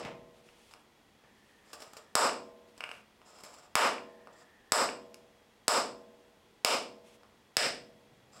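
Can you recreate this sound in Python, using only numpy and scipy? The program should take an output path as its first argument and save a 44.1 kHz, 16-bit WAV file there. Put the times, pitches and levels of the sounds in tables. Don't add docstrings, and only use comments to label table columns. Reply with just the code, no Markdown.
import sys
import numpy as np
from scipy import signal
from scipy.fft import rfft, irfft
from scipy.io import wavfile
from scipy.ndimage import uniform_filter1d, minimum_filter1d

SR = 44100
rng = np.random.default_rng(int(sys.argv[2]) if len(sys.argv) > 2 else 0)


def digitize_waveform(pressure):
    field = np.atleast_2d(pressure).T
    bounded = np.clip(field, -1, 1)
    quanta = np.round(bounded * 32767).astype(np.int16)
    wavfile.write(sys.argv[1], SR, quanta)


N = 370440
TIME = np.arange(N) / SR
HZ = np.fft.rfftfreq(N, 1 / SR) + 1

# f/Hz, level/dB
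AIR_COLOUR = [(15, -17), (25, -4.5), (185, -5.5), (217, 1), (263, -5.5), (476, -4), (575, -8.5),
              (624, -9.5), (775, -6.5), (1020, -9), (1260, -12), (1840, -13.5), (2760, -14.5), (3340, -16),
              (16000, -32.5)]
# f/Hz, width/Hz, level/dB
WHINES = [(1930, 110, -11.5), (3324, 70, -9)]
# f/Hz, level/dB
ROOM_COLOUR = [(50, -10.5), (120, -12), (230, -5), (550, 1), (1100, 3), (2500, -1.5), (5000, -5.5),
               (8000, -5), (15000, -7)]
# f/Hz, t60/s
ROOM_T60 = [(60, 1), (230, 0.86), (450, 0.41), (900, 0.35), (1800, 0.35), (5000, 0.36), (8000, 0.33),
            (15000, 0.22)]
# f/Hz, level/dB, t60/s
ROOM_MODES = [(213, -71, 1.6), (223, -71, 1.6), (297, -73, 1.4), (370, -71, 1.4), (388, -74, 1.3),
              (481, -68.5, 1.4), (560, -75.5, 1.3), (619, -75, 1.3), (650, -74, 1.3), (666, -74, 1.3),
              (822, -77, 1.0), (856, -76, 1.0), (928, -77, 1.0), (1046, -75, 1.1)]

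# f/Hz, width/Hz, level/dB
BENCH = [(46.5, 55, -2), (136.7, 71, 7.5), (296, 540, -4), (577, 690, -6), (1190, 1600, -24.5),
         (2290, 1950, -8.5), (5330, 2900, -22.5)]
BOARD = [(265, 85, -9), (561.5, 258, -0.5), (727, 71, -1)]
PLATE = [(979, 720, 4), (1150, 300, 4), (1454, 330, 0.5)]
PLATE_UPPER = [(1774, 820, 0.011)]
# f/Hz, width/Hz, level/dB
BARREL = [(2330, 370, -6), (2823, 490, -4.5), (3430, 1400, -12.5)]
SLEEVE = [(1510, 430, -1), (2410, 550, 3.5), (2810, 210, 6)]
SHAFT = [(3686, 490, -9.5), (4640, 1100, -6), (5100, 380, 1.5), (5450, 340, -4), (8555, 600, -9)]
STEEL = [(7990, 170, 0), (11020, 190, -10), (11700, 190, -13), (14400, 110, -17), (15650, 220, -26)]
POINT = [(5250, 1400, -12), (7355, 720, 1), (7600, 390, -4)]
CRACK = [(5950, 6300, -2), (10180, 200, 2), (11200, 690, -7), (14100, 2200, -18.5)]
PARTS = [BOARD, PLATE, BARREL, SHAFT, STEEL, POINT, CRACK]
ROUND_TRIPS = [.00011, .00019, .00031, .00047]

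# t/s, level/dB, seat/dB, ring/dB, clang/dB
SHOTS = [(2.1532, 3.5, 2, 4, 1), (3.7539, 4, 1, -4.5, 9), (4.7204, 3, 0, 4.5, 7.5),
         (5.6805, 3.5, -0.5, 3, -3), (6.6475, 3.5, -4.5, -3, -21.5), (7.5680, 1.5, -19.5, -0.5, -4.5)]
# level/dB, weights of seat, ring and clang
SHOT_SHARES = [(2.5, -0.4, .2, 0.18), (18.5, -0.48, -0.32, 0.71),
               (29.37, 0.16, 0.1, 0.048)  , (22.6, 1, -0.12, 0.061), (28.25, -0.06, -0.81, 0.029),
               (28.16, -.15, 0.37, 0), (29.36, 0.014, 1, 0.13), (21.5, 0.1, 0.62, 0),
               (15.92, 0.2, -0.42, 0)]
# t/s, level/dB
BUMPS = [(0.030, -5), (0.050, 3), (1.238, -20)]
BUMP_SHARES = [(6,), (-15,), (-19,)]
# t/s, level/dB, seat/dB, ring/dB
CLACKS = [(0.036, -27, -3, -9), (0.488, -22.5, -3, 4), (0.737, -16.5, 1, 7.5), (2.265, -1, 2, -8),
          (2.294, -3, -10, -5), (2.8061, 0.5, 1, 0.5), (2.8384, 2.5, -1, -0.5), (2.8908, -3.5, 4, -4),
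          (2.9142, -2, 0, 0.5), (3.216, -21, 11.5, -2), (3.981, -9, -4.5, -4), (4.272, -17.5, 16.5, -1.5),
          (4.889, -1, -1.5, -3), (5.143, -24, -12, 15.5), (7.233, -26.5, 14, 3)]
# level/dB, weights of seat and ring
CLACK_SHARES = [(-5, 1, 0), (-14, 1, 1), (-3, -0.5, 0), (-14.5, 0.43, 1.7), (-14, 0.056, 0),
                (-31.5, 0.3, 2.5)]
# t/s, length/s, level/dB
RUBS = [(0.34, 0.49, -64), (1.26, 0.86, -71.5), (2.67, 0.32, -63.5), (2.93, 0.094, -65),
        (7.04, 0.13, -62.5)]
# f/Hz, level/dB
RUB_COLOUR = [(500, 8), (1700, 2.5), (2600, 9), (4000, 3.5), (10000, -2), (15000, -16)]
# t/s, level/dB, t60/s
SCRATCHES = [(0.710, -59.5, 0.19), (1.732, -40, 0.083), (1.803, -43, 0.05), (1.82, -44.5, .097),
             (1.934, -41, 0.02), (1.968, -48, .1), (2.778, -45, .03), (3.436, -45, 0.11)]
# t/s, length/s, level/dB
SLIDES = [(1.65, .39, -72.5), (3.25, .42, -66.5), (4.325, 0.11, -70), (8.32, 0.19, -68)]
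SCRATCH_SHARES = [9.5, -2, 2, 3, 2, -1, -8.5]
SLIDE_SHARES = [5, -8, -5, -4.5, -21, -4, -29.5]
# t/s, length/s, level/dB
WHIRRS = [(1.2, 1.0, -71), (3.95, 1, -68.5)]
# f/Hz, width/Hz, level/dB
WHIRR_MODES = [(1797, 220, 0)]
# t/s, length/s, level/dB
CREEPS = [(7.9, 0.67, -67.5)]


def from_db(db):
    return 10 ** (np.asarray(db) / 20)


def at_hz(points, hz):
    known_hz, values = np.transpose(points)
    return np.interp(np.log(hz + 1), np.log(known_hz), values)


def coloured(noise, gain):
    shaped = irfft(rfft(noise) * gain, N)
    return shaped / np.sqrt(np.mean(shaped ** 2))


def part_power(modes, hz, skirt=1.3):
    return sum(from_db(db) ** 2 / (1 + ((hz - centre ** 2 / hz) / width) ** 2) ** skirt
               for centre, width, db in modes)


def room_tone(level_db=-64.5):
    colour = np.sqrt(from_db(at_hz(AIR_COLOUR, HZ)) ** 2 + part_power(WHINES, HZ))
    return from_db(level_db) * coloured(rng.standard_normal(N), colour)


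def workshop(x, build_s=0.0013, build_cycles=7, bands=24):
    t = TIME[:2 * SR]
    hz = np.fft.rfftfreq(len(t), 1 / SR)
    white = rfft(rng.standard_normal(len(t)))
    centres = np.geomspace(40, 16000, bands)
    response = np.zeros(len(t))
    for centre, share in zip(centres, np.eye(bands)):
        band = irfft(white * at_hz(np.c_[centres, share], hz))
        decay = from_db(-60 * t / at_hz(ROOM_T60, centre))
        decay *= 1 - np.exp(-t * centre / build_cycles)
        response += from_db(at_hz(ROOM_COLOUR, centre)) * band * decay / np.linalg.norm(decay)
    for tone_hz, db, t60 in ROOM_MODES:
        response += from_db(db - 60 * t / t60) * np.sin(2 * np.pi * (tone_hz * t + rng.random()))
    onset = 1 - np.exp(-(t / build_s) ** 2)
    return signal.fftconvolve(x, response * onset)[:N]


def impulse_response(power):
    cepstrum = irfft(np.log(power + 1e-12) / 2)
    half = len(cepstrum) // 2
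    cepstrum[1:half] *= 2
    cepstrum[half + 1:] = 0
    return irfft(np.exp(rfft(cepstrum)))


def blows(rows, shares, parts, bounce, skirt, size=8192):
    hz = np.fft.rfftfreq(size, 1 / SR) + 1
    powers = np.array([part_power(modes, hz, skirt) for modes in parts])
    trips = np.exp(-2j * np.pi * np.outer(ROUND_TRIPS, hz))
    spread = np.prod((trips - bounce) / (1 - bounce * trips), axis=0)
    usual_db, *weights = np.transpose(shares)
    out = np.zeros(N + size)
    for start_s, db, *contact in rows:
        part_db = db + usual_db + np.dot(contact, weights)
        ring = impulse_response(from_db(part_db) ** 2 @ powers)
        start = round(start_s * SR)
        out[start:start + size] += irfft(rfft(ring) * spread)
    return out[:N]


def punch_shots(rows):
    return blows(rows, SHOT_SHARES, [BENCH, PLATE_UPPER] + PARTS, bounce=0.49, skirt=1.5)


def opening_ring(elapsed_s=0.23, strength_db=7.5):
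    elapsed = round(elapsed_s * SR)
    ring = workshop(punch_shots([(0.0074, strength_db, 0, 0, 0.012)]))
    return np.pad(ring[elapsed:], (0, elapsed))


def bench_bumps():
    return blows(BUMPS, BUMP_SHARES, [BENCH, BOARD, PLATE], bounce=0.8, skirt=2.0)


def sleeve_clacks():
    parts = [BOARD, PLATE, SLEEVE, SHAFT, STEEL, CRACK]
    return blows(CLACKS, CLACK_SHARES, parts, bounce=0.62, skirt=2.01)


def near_reflections(x, strength=0.16, count=2):
    out = x.copy()
    for _ in range(count):
        delay_s = np.interp(TIME, np.arange(10), rng.uniform(.0003, .0011, 10))
        out += strength * np.interp(TIME - delay_s, TIME, x)
    return out / np.sqrt(1 + count * strength ** 2)


def strokes(rows, arch):
    gain = np.zeros(N)
    for start, length, db in rows:
        progress = np.clip((TIME - start) / length, 0, 1)
        gain += from_db(db) * np.sin(np.pi * progress) ** arch
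    return gain


def friction(catches_per_s, catch_db, uneven_db, slips_per_s):
    catches = (rng.random(N) < catches_per_s / SR) * rng.standard_normal(N)
    grip = np.interp(TIME * slips_per_s, np.arange(N), rng.standard_normal(N))
    return (rng.standard_normal(N) + from_db(catch_db) * catches) * from_db(uneven_db * grip)


def glove_rustle(rub):
    return strokes(RUBS, arch=0.41) * coloured(rub, from_db(at_hz(RUB_COLOUR, HZ)))


def point_scrapes(slide_db=9, skips_per_s=21, skip_db=9, skip_t60_s=0.058):
    powers = np.array([part_power(modes, HZ) for modes in PARTS])
    pressure = strokes(SLIDES, arch=0.26)
    drag = friction(catches_per_s=400, catch_db=13, uneven_db=3.5, slips_per_s=60)
    slide = coloured(drag, np.sqrt(from_db(SLIDE_SHARES) ** 2 @ powers))
    chatter = friction(catches_per_s=1500, catch_db=13, uneven_db=2.5, slips_per_s=900)
    scratch = coloured(chatter, np.sqrt(from_db(SCRATCH_SHARES) ** 2 @ powers))
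    skips = (rng.random(N) < skips_per_s / SR) * pressure * from_db(skip_db)
    decay_per_sample = from_db(-60 / (skip_t60_s * SR))
    bursts = signal.lfilter([1], [1, -decay_per_sample], skips + 1e-18)
    for start_s, db, t60 in SCRATCHES:
        start = round(start_s * SR)
        burst = from_db(db - 60 * TIME[:SR // 4] / t60)
        bursts[start:start + len(burst)] += burst
    return from_db(slide_db) * slide * pressure + scratch * bursts


def whirr():
    colour = np.sqrt(part_power(WHIRR_MODES, HZ, skirt=1.6))
    return strokes(WHIRRS, arch=0.3) * coloured(rng.standard_normal(N), colour)


def bench_creep(rub, dull_hz=900):
    colour = np.sqrt(part_power(BENCH, HZ, skirt=2.3)) / (1 + (HZ / dull_hz) ** 2)
    return strokes(CREEPS, arch=0.71) * coloured(rub, colour)


def scene():
    bumps = bench_bumps()
    work = sleeve_clacks() + point_scrapes() + punch_shots(SHOTS)
    direct = near_reflections(work) + from_db(-10) * bumps
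    echoes = from_db(-3) * (workshop(work + bumps) + opening_ring())
    rub = friction(catches_per_s=140, catch_db=-2, uneven_db=4.0, slips_per_s=26)
    handling = glove_rustle(rub) + bench_creep(rub)
    return (direct + echoes + handling + whirr() + room_tone())[None]


def limiter(x, threshold_db=-14.5, release_db_per_s=185, window=100):
    level_db = 10 * np.log10(np.abs(uniform_filter1d(x ** 2, window)) + 1e-12)
    over_db = np.maximum(level_db - threshold_db, 0)
    ahead_db = -minimum_filter1d(-over_db, 2 * window)
    release_db = release_db_per_s * TIME
    reduction_db = np.maximum.accumulate(ahead_db + release_db, axis=-1) - release_db
    return x * from_db(-uniform_filter1d(reduction_db, window))


def record(dry, clip_level=0.36, low_cut_hz=42, high_cut_hz=15850):
    rounded = clip_level * np.tanh(limiter(dry) / clip_level)
    low_cut = signal.butter(2, low_cut_hz, "high", fs=SR, output="sos")
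    high_cut = signal.ellip(10, .1, 70, high_cut_hz, fs=SR, output="sos")
    return signal.sosfilt(high_cut, signal.sosfilt(low_cut, rounded))


dry = scene()
out = record(dry)
digitize_waveform(out)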